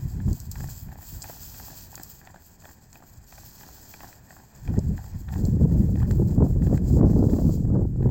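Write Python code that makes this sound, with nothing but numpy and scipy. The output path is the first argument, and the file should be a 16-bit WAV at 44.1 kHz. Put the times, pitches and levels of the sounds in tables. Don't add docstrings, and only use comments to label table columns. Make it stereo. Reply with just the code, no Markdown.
import sys
import numpy as np
from scipy import signal
from scipy.fft import rfft, irfft, next_fast_len
from scipy.io import wavfile
from scipy.ndimage import uniform_filter1d, map_coordinates

SR = 44100
rng = np.random.default_rng(int(sys.argv[2]) if len(sys.argv) > 2 else 0)


def file_out(sig):
    cols = np.atleast_2d(sig).T
    lim = np.clip(cols, -1, 1)
    pcm = np.round(lim * 32767).astype(np.int16)
    wavfile.write(sys.argv[1], SR, pcm)


N = 357430
CLOCK = np.arange(0, N + 32, 32) / SR

# frequency in Hz, relative level in dB.
FIELD_COLOUR = [(100, 8), (200, 9), (350, 0.5), (520, -4), (750, 0.5), (1000, -2.5), (1250, -9.5),
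                (1800, -6.5), (2300, -11.5), (3000, -18.5), (5000, -20.5), (7400, -20), (9500, -67.5),
                (15000, -42.5)]
RUMBLE_COLOUR = [(10, -31), (22, -12), (45, -0.5), (80, 1), (130, -4), (200, -17), (300, -41.5), (450, -53),
                 (2000, -101)]
BUFFET_COLOUR = [(30, -37), (70, -6), (125, 0.5), (190, -3.5), (280, -14.5), (450, -31.5), (1500, -100.5)]
EDDY_COLOUR = [(100, -14), (220, 4), (350, 1), (480, -5.5), (700, -15.5), (1000, -25.5), (1400, -37),
               (2200, -65.5), (5000, -91)]
RUB_LEFT_COLOUR = [(300, -34), (1000, -7), (2900, -17), (3700, -12), (4900, -2), (5900, -8), (6700, 0.5),
                   (7500, 5.5), (8300, -5), (9500, -37.5), (11000, -18), (15600, -5.5)]
RUB_RIGHT_COLOUR = [(1000, -26.5), (3300, -16.5), (5000, -32), (9500, -30), (11000, -16), (13000, -4),
                    (15600, -1)]
SLIDE_COLOUR = [(1500, -18), (3500, -12), (4600, -5.5), (6300, -4), (7500, -10), (9500, -23), (13000, -9),
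                (16000, -9.5)]
TICK_BODY_COLOUR = [(500, -43.5), (2800, -24.5), (4400, 3.5), (6000, 1.5), (7500, 10.5), (8400, 0.5),
                    (9500, -24.5), (15600, -14)]
TICK_TOP_COLOUR = [(500, -37.5), (4000, -27.5), (9500, -13), (11000, -8), (13500, 3), (15600, 3)]
SNAP_COLOUR = [(300, -28), (1250, -7), (1800, 0), (2250, -8), (2550, -8), (2900, -17), (3400, -13),
               (5000, -23), (9000, -38)]
KNOCK_COLOUR = [(100, -3), (450, -10), (800, 4), (1080, -4), (1400, -10.5), (2000, -32), (5000, -59)]
SWISH_COLOUR = [(100, 5), (300, 3.5), (520, -10.5), (800, 7), (1250, -11.5), (1800, -2.5), (2300, -18),
                (3500, -21.5), (7500, -25.5), (9500, -48)]
HOUSING_COLOUR = [(1000, 0), (1240, -2.5), (1500, 1.5), (1900, 0.5), (2150, -6.5), (2480, 2), (2850, -4.5),
                  (3200, 1.5), (3700, -4), (4100, 1), (5150, 1), (5520, 0), (5900, 0), (6500, 0.5)]

# time in seconds, level in dB.
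BREEZE_LEVELS = [(0, -51), (1.0, -52), (1.6, -48), (2.5, -55), (3.2, -54.5), (3.8, -50.5), (5.0, -51.5),
                 (7.4, -57.5), (7.8, -59.5), (8.1, -62)]
# time in seconds, left and right relative levels in dB.
STEADY_WIND = [(0.0, -35.36, -34), (0.38, -33.5, -39.5), (1.03, -42.5, -45), (1.78, -43.5, -46),
               (2.46, -53.5, -51.5), (4.12, -50.5, -50), (4.51, -56, -50.5), (4.74, -19, -31.5),
               (5.11, -34.5, -49.38), (5.33, -24.5, -41.02), (5.38, -13.5, -31.5), (6.41, -16.5, -34.5),
               (6.62, -13, -21), (6.8, -18.5, -20.5), (7.16, -14.5, -29.5), (7.6, -14, -33.5),
               (7.88, -20.5, -25), (8.1, -11, -46.5)]
# peak time and half width in seconds, then relative levels in dB
WIND_GUSTS = [(0.052, 0.022, -20.5, -41.5, -51.0), (0.18, 0.046, -21.5, -30, -53),
              (0.289, 0.032, -15.5, -31, -38), (0.484, 0.037, -29.5, -41, -62),
              (0.641, 0.056, -24.5, -53, -57), (0.888, 0.059, -31.5, -39.5, -68),
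              (1.151, 0.035, -44, -30.5, -63), (3.191, 0.015, -39, -63, -62), (3.43, 0.073, -46, -81, -73),
              (4.712, 0.028, -15.5, -39, -39.0), (4.779, 0.011, -12, -41, -20.5),
              (4.892, 0.043, -16.5, -43, -38.5), (5.158, 0.014, -23.5, -54, -65),
              (5.464, 0.031, -18, -31.0, -23.5), (5.626, 0.03, -11.5, -37, -22.5),
              (5.746, 0.081, -12.5, -42.0, -26.5), (6.011, 0.016, -25, -22, -45.5),
              (6.112, 0.032, -15, -36, -26), (6.224, 0.044, -10, -48, -21.5), (6.421, 0.04, -8, -43, -14),
              (6.716, 0.037, -14, -40, -19.5), (6.933, 0.079, -16.5, -21.5, -29),
              (7.031, 0.042, -7, -36.5, -12.5), (7.21, 0.061, -13, -37, -16.5),
              (7.342, 0.064, -17.5, -38, -17.5), (7.499, 0.027, -22, -38, -19.5),
              (7.753, 0.07, -15, -33.5, -19.5), (8.069, 0.049, -20, -23.5, -20)]
# wind level in dB, eddy level in dB.
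EDDY_GROWTH = [(-32, -85), (-23.5, -53), (-11.5, -27)]
# time in seconds, left and right relative levels in dB.
GRIP_LEVELS = [(0.01, -55.5, -60), (1.53, -53, -46.5), (2.55, -58.5, -62.5), (4.18, -56, -56.5),
               (7.66, -58, -60.5), (7.74, -64, -66.5), (8.1, -61, -63.5)]
# start and length in seconds, left and right relative levels in dB.
RUB_STROKES = [(0.0, 0.14, -51, -49.5), (0.262, 0.2, -47.5, -46.5), (0.52, 0.21, -44.5, -44),
               (0.69, 0.11, -44, -40.5), (1.019, 0.15, -42.5, -38.5), (1.214, 0.64, -41.5, -40.5),
               (1.924, 0.23, -46.0, -43.5), (2.404, 0.095, -51.5, -48), (2.61, 0.12, -50.5, -51),
               (2.936, 0.022, -53.5, -49), (3.065, 0.04, -51.5, -50.5), (3.28, 0.84, -46, -47),
               (4.3, 0.14, -53.0, -56.5), (4.607, 0.31, -54.5, -58), (4.968, 0.25, -53, -54),
               (5.314, 0.19, -49, -50), (5.714, 0.31, -54.5, -53), (6.064, 0.11, -51, -48),
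               (6.275, 0.04, -44.5, -43), (6.445, 0.073, -52.5, -50.5), (6.63, 0.13, -49.5, -52.5),
               (6.848, 0.14, -48.5, -54), (7.051, 0.53, -50.5, -59), (7.303, 0.26, -49.5, -49)]
# start in seconds, body and top relative levels in dB, ring in seconds.
HOUSING_TICKS = [(0.3298, -31, -42.5, 0.014), (0.402, -28, -41, 0.01), (0.5147, -26, -39, 0.039),
                 (1.2199, -24.5, -50.5, 0.024), (1.226, -25.5, -42, 0.012), (1.955, -26, -41.5, 0.0079),
                 (2.0341, -29.5, -31.5, 0.0041), (2.929, -35, -65, 0.0074), (4.7904, -32, -57.5, 0.0084),
                 (5.452, -31.5, -53.5, 0.008), (6.112, -32, -51.5, 0.006), (6.774, -39.5, -62, 0.015)]
# first hoof's landing, toe's lead and second
# hoof's lag in seconds, then relative levels in dB for the toe, the first hoof and the second hoof.
TROT_STEPS = [(0.202, .03, 0.078, -64, -42.5, -40.5), (.606, 0.05, 0.037, -35.5, -36.5, -44),
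              (.9187, .033, 0.068, -49, -43.5, -42), (1.2423, .03, 0.055, -59, -33.5, -34.5),
              (1.599, 0.055, 0.083, -41, -40, -38), (1.978, 0.033, 0.021, -39, -36.5, -48),
              (2.2731, 0.059, .07, -46, -37.5, -40.5), (2.654, .031, .027, -46, -38.5, -49),
              (2.956, 0.026, 0.068, -49, -41.5, -43.5), (3.380, 0.055, 0.054, -39.5, -41.5, -46.5),
              (3.633, .023, 0.056, -43, -43, -41), (4.0057, 0.066, .027, -33, -35, -38.5),
              (4.3063, 0.021, 0.06, -56.5, -40.5, -39.5), (4.6767, .024, 0.063, -45.5, -38, -37.5),
              (4.979, 0.026, 0.063, -47, -39.5, -40), (5.3389, .0505, 0.019, -35.5, -36.5, -36.5),
              (5.6352, 0.045, 0.06, -55, -48.5, -47.5), (6.002, 0.045, 0.016, -38, -41, -39.5),
              (6.309, 0.026, 0.053, -56, -47.5, -50.5), (6.668, .046, 0.075, -38.5, -42, -40.5),
              (7.03, 0.035, 0.073, -50, -44.5, -42.5), (7.3356, 0.039, .05, -43, -47.5, -43.5),
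              (7.69, 0.038, 0.056, -55, -58.5, -50.5), (8.0294, 0.019, 0.06, -59.5, -45.5, -40.5)]
# start in seconds, relative level in dB.
LONE_CLICKS = [(4.128, -36.5), (6.11, -27.5), (6.777, -30)]
TOE_MIX, FIRST_HOOF_MIX, SECOND_HOOF_MIX = (1.7, -2.5), (2.6, 0.66), (-7, 2.5)


def amp(db):
    return 10 ** (np.asarray(db) / 20)


def unit(x):
    return x / np.sqrt(np.mean(x ** 2, axis=-1, keepdims=True) + 1e-20)


def gain(colour, hz):
    points_hz, db = np.transpose(colour)
    return amp(np.interp(np.log(hz + 1), np.log(points_hz), db))


def curves(rows):
    times, *columns = np.transpose(rows)
    return np.array([np.interp(np.arange(N) / SR, times, column) for column in columns])


def spread(controls):
    return curves(np.transpose([CLOCK, *controls]))


def wobble(rate):
    knots = rng.standard_normal(int(N * rate / SR) + 4)
    return spread([map_coordinates(knots, [CLOCK * rate])])[0]


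def filtered(x, response):
    size = next_fast_len(N + SR // 2)
    return irfft(rfft(x, size) * response(np.fft.rfftfreq(size, 1 / SR)), size)[..., :N]


def noise(colour, lumps=1):
    return unit(filtered(lumps * rng.standard_normal(N), lambda hz: gain(colour, hz)))


def ring(colour, size=2048):
    cepstrum = irfft(np.log(gain(colour, np.fft.rfftfreq(size, 1 / SR))))
    cepstrum[1:size // 2] *= 2
    cepstrum[size // 2 + 1:] = 0
    return irfft(np.exp(rfft(cepstrum)))


def through(x, colour):
    return signal.fftconvolve(x, ring(colour))[:N]


def steadied(x, seconds):
    width = int(seconds * SR)
    power = uniform_filter1d(uniform_filter1d(x ** 2, width), width)
    return x / np.sqrt(np.abs(power) + 1e-9)


def varied(colour, shift, scatter_db):
    hz, db = np.transpose(colour)
    pitch = np.exp(shift * rng.standard_normal())
    return np.transpose([hz * pitch, db + scatter_db * rng.standard_normal(len(db))])


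def contact(colour, crack, t60, crush_db, crush_t60):
    t = np.arange(SR // 6) / SR
    grains = np.repeat(rng.exponential(size=len(t)), 80)[:len(t)]
    crushing = grains * amp(crush_db - 60 * t / crush_t60)
    force = rng.standard_normal(len(t)) * (amp(-60 * t / t60) + crushing)
    force[0] = crack
    sound = signal.fftconvolve(force, ring(colour))
    return sound / np.abs(sound).max()


def add(track, start_s, sound):
    start = max(round(start_s * SR), 0)
    part = track[start:start + len(sound)]
    part += sound[:len(part)]


def breeze():
    shared = noise(FIELD_COLOUR)
    swell = amp(curves(BREEZE_LEVELS)[0] + 0.7 * wobble(3) + 1.4 * wobble(22))
    right = amp(-6) * unit(0.54 * shared + noise(FIELD_COLOUR))
    return swell * np.array([shared, right])


def port_wind(level_db):
    buffet_share = np.interp(level_db, [-42, -24, -12], [.12, .2, .65])
    rumble = steadied(noise(RUMBLE_COLOUR), seconds=0.1)
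    buffet = steadied(noise(BUFFET_COLOUR, lumps=amp(4.37 * wobble(70))), seconds=0.12)
    return amp(level_db) * (np.sqrt(1 - buffet_share) * rumble + np.sqrt(buffet_share) * buffet)


def microphone_wind(turbulence_db=1.3, turbulence_rate=16, lee_eddies_db=-23.5):
    steady_left, steady_right = curves(STEADY_WIND)
    steady_eddies = np.interp(steady_left, *np.transpose(EDDY_GROWTH))
    steady_power = amp([steady_left, steady_right, steady_eddies]) ** 2
    gust_power = sum(amp(levels_db)[:, None] ** 2 * np.exp(-((CLOCK - peak) / width) ** 2)
                     for peak, width, *levels_db in WIND_GUSTS)
    left_db, right_db, eddies_db = 10 * np.log10(steady_power + spread(gust_power))
    flutter_left = turbulence_db * wobble(turbulence_rate)
    flutter_right = turbulence_db * wobble(turbulence_rate)
    eddies = steadied(noise(EDDY_COLOUR, lumps=amp(5.7 * wobble(150))), seconds=0.1)
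    left = port_wind(left_db - .7 + flutter_left) + amp(eddies_db + flutter_left) * eddies
    right = port_wind(right_db - .2 + flutter_right) + amp(right_db + lee_eddies_db) * noise(EDDY_COLOUR)
    return np.array([left, right])


def friction(colour, crackle_rate, uneven_db):
    catches = rng.random(N) < crackle_rate / SR
    sizes = np.minimum(amp(uneven_db * rng.exponential(size=N)), 6)
    hiss = amp(1.9 * wobble(500)) * rng.standard_normal(N)
    return unit(through(hiss + 4 * catches * sizes, colour))


def housing_rubs(attack_s=.009, release_s=0.036, full_slide_s=.55):
    stroke_power = np.zeros((3, len(CLOCK)))
    for start, length, left_db, right_db in RUB_STROKES:
        rise = (1 + np.tanh((CLOCK - start) / attack_s)) / 2
        fall = (1 + np.tanh((start + length - CLOCK) / release_s)) / 2
        slide_share = 0.61 * min(length / full_slide_s, 1)
        powers = [1 - slide_share, 1, slide_share] * amp([left_db, right_db, left_db]) ** 2
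        stroke_power += np.outer(powers, rise * fall)
    *pressing, sliding = spread(stroke_power)
    left, right = np.sqrt(amp(curves(GRIP_LEVELS)) ** 2 + pressing) * amp(2.36 * wobble(45))
    left *= amp(0.51 * wobble(30)) * friction(RUB_LEFT_COLOUR, crackle_rate=170, uneven_db=2.84)
    right *= amp(1.5 + 1.8 * wobble(33)) * friction(RUB_RIGHT_COLOUR, crackle_rate=68, uneven_db=4)
    hiss = amp(-2) * np.sqrt(sliding) * noise(SLIDE_COLOUR, lumps=amp(3.1 * wobble(280)))
    return np.array([left + hiss, right])


def housing_ticks():
    body, top = np.zeros(N), np.zeros(N)
    for start, body_db, top_db, t60 in HOUSING_TICKS:
        body_tick = contact(TICK_BODY_COLOUR, crack=1, t60=t60, crush_db=-17.5, crush_t60=0.049)
        top_tick = contact(TICK_TOP_COLOUR, crack=2.5, t60=t60, crush_db=-23.5, crush_t60=.05)
        add(body, start, amp(body_db + 5.5) * body_tick)
        add(top, start, amp(top_db + 15.5) * top_tick)
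    return np.array([body + amp(-8.5) * top, top])


def dry_snap():
    colour = varied(SNAP_COLOUR, shift=0.025, scatter_db=2.5)
    return contact(colour, crack=6, t60=.012, crush_db=-26, crush_t60=.06)


def turf_knock():
    colour = varied(KNOCK_COLOUR, shift=0.076, scatter_db=4)
    return contact(colour, crack=6.1, t60=0.021, crush_db=-28.5, crush_t60=0.079)


def stalk_break():
    burst = rng.standard_normal(SR // 700)
    stalk = np.convolve(burst, ring(varied(SWISH_COLOUR, shift=0.091, scatter_db=5)))
    return stalk / np.abs(stalk).max()


def footfalls(stalk_db=-9, stalk_delay_s=(.01, 0.1), brush_db=-14.5):
    steps, brushing = np.zeros(N), np.zeros(N)
    t = np.arange(SR // 3) / SR
    brush_swell = np.exp(-((t - .05) / 0.032) ** 2)
    for landing, lead, lag, toe_db, first_db, second_db in TROT_STEPS:
        contacts = [(landing - lead, toe_db, TOE_MIX),
                    (landing, first_db, FIRST_HOOF_MIX),
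                    (landing + lag, second_db, SECOND_HOOF_MIX)]
        for start, db, mix in contacts:
            snap_db, knock_db = db + np.array(mix)
            knock, stalk = turf_knock(), stalk_break()
            add(steps, start, amp(snap_db) * dry_snap())
            add(steps, start, amp(knock_db) * knock)
            add(steps, start + rng.uniform(*stalk_delay_s), amp(knock_db + stalk_db) * stalk)
            add(brushing, start - .03, amp(knock_db + brush_db) * brush_swell)
    for start, db in LONE_CLICKS:
        add(steps, start, amp(db) * dry_snap())
    return steps + brushing * noise(SWISH_COLOUR, lumps=amp(9.4 * wobble(260)))


def horse(right_delay_s=6e-5, tail_t60=0.25):
    steps = footfalls()
    delayed = filtered(steps, lambda hz: np.exp(-2j * np.pi * hz * right_delay_s))
    direct = np.array([amp(3.5) * steps, amp(-7) * delayed])
    t = np.arange(SR // 3) / SR
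    tails = rng.standard_normal((2, len(t))) * amp(-60 * t / tail_t60)
    tails /= np.linalg.norm(tails, axis=1, keepdims=True)
    scattered = signal.fftconvolve(steps[None], tails, axes=1)[:, :N]
    return direct + amp([[-15], [-18]]) * scattered


def scene():
    return horse() + breeze() + housing_rubs() + housing_ticks() + microphone_wind()


def record(dry, band_limit_hz=16050):
    coloured = np.array([through(channel, HOUSING_COLOUR) for channel in dry])
    rounded = coloured / (1 + np.abs(coloured) ** 6) ** (1 / 6)
    return filtered(rounded, lambda hz: hz < band_limit_hz)


dry = scene()
out = record(dry)
file_out(out)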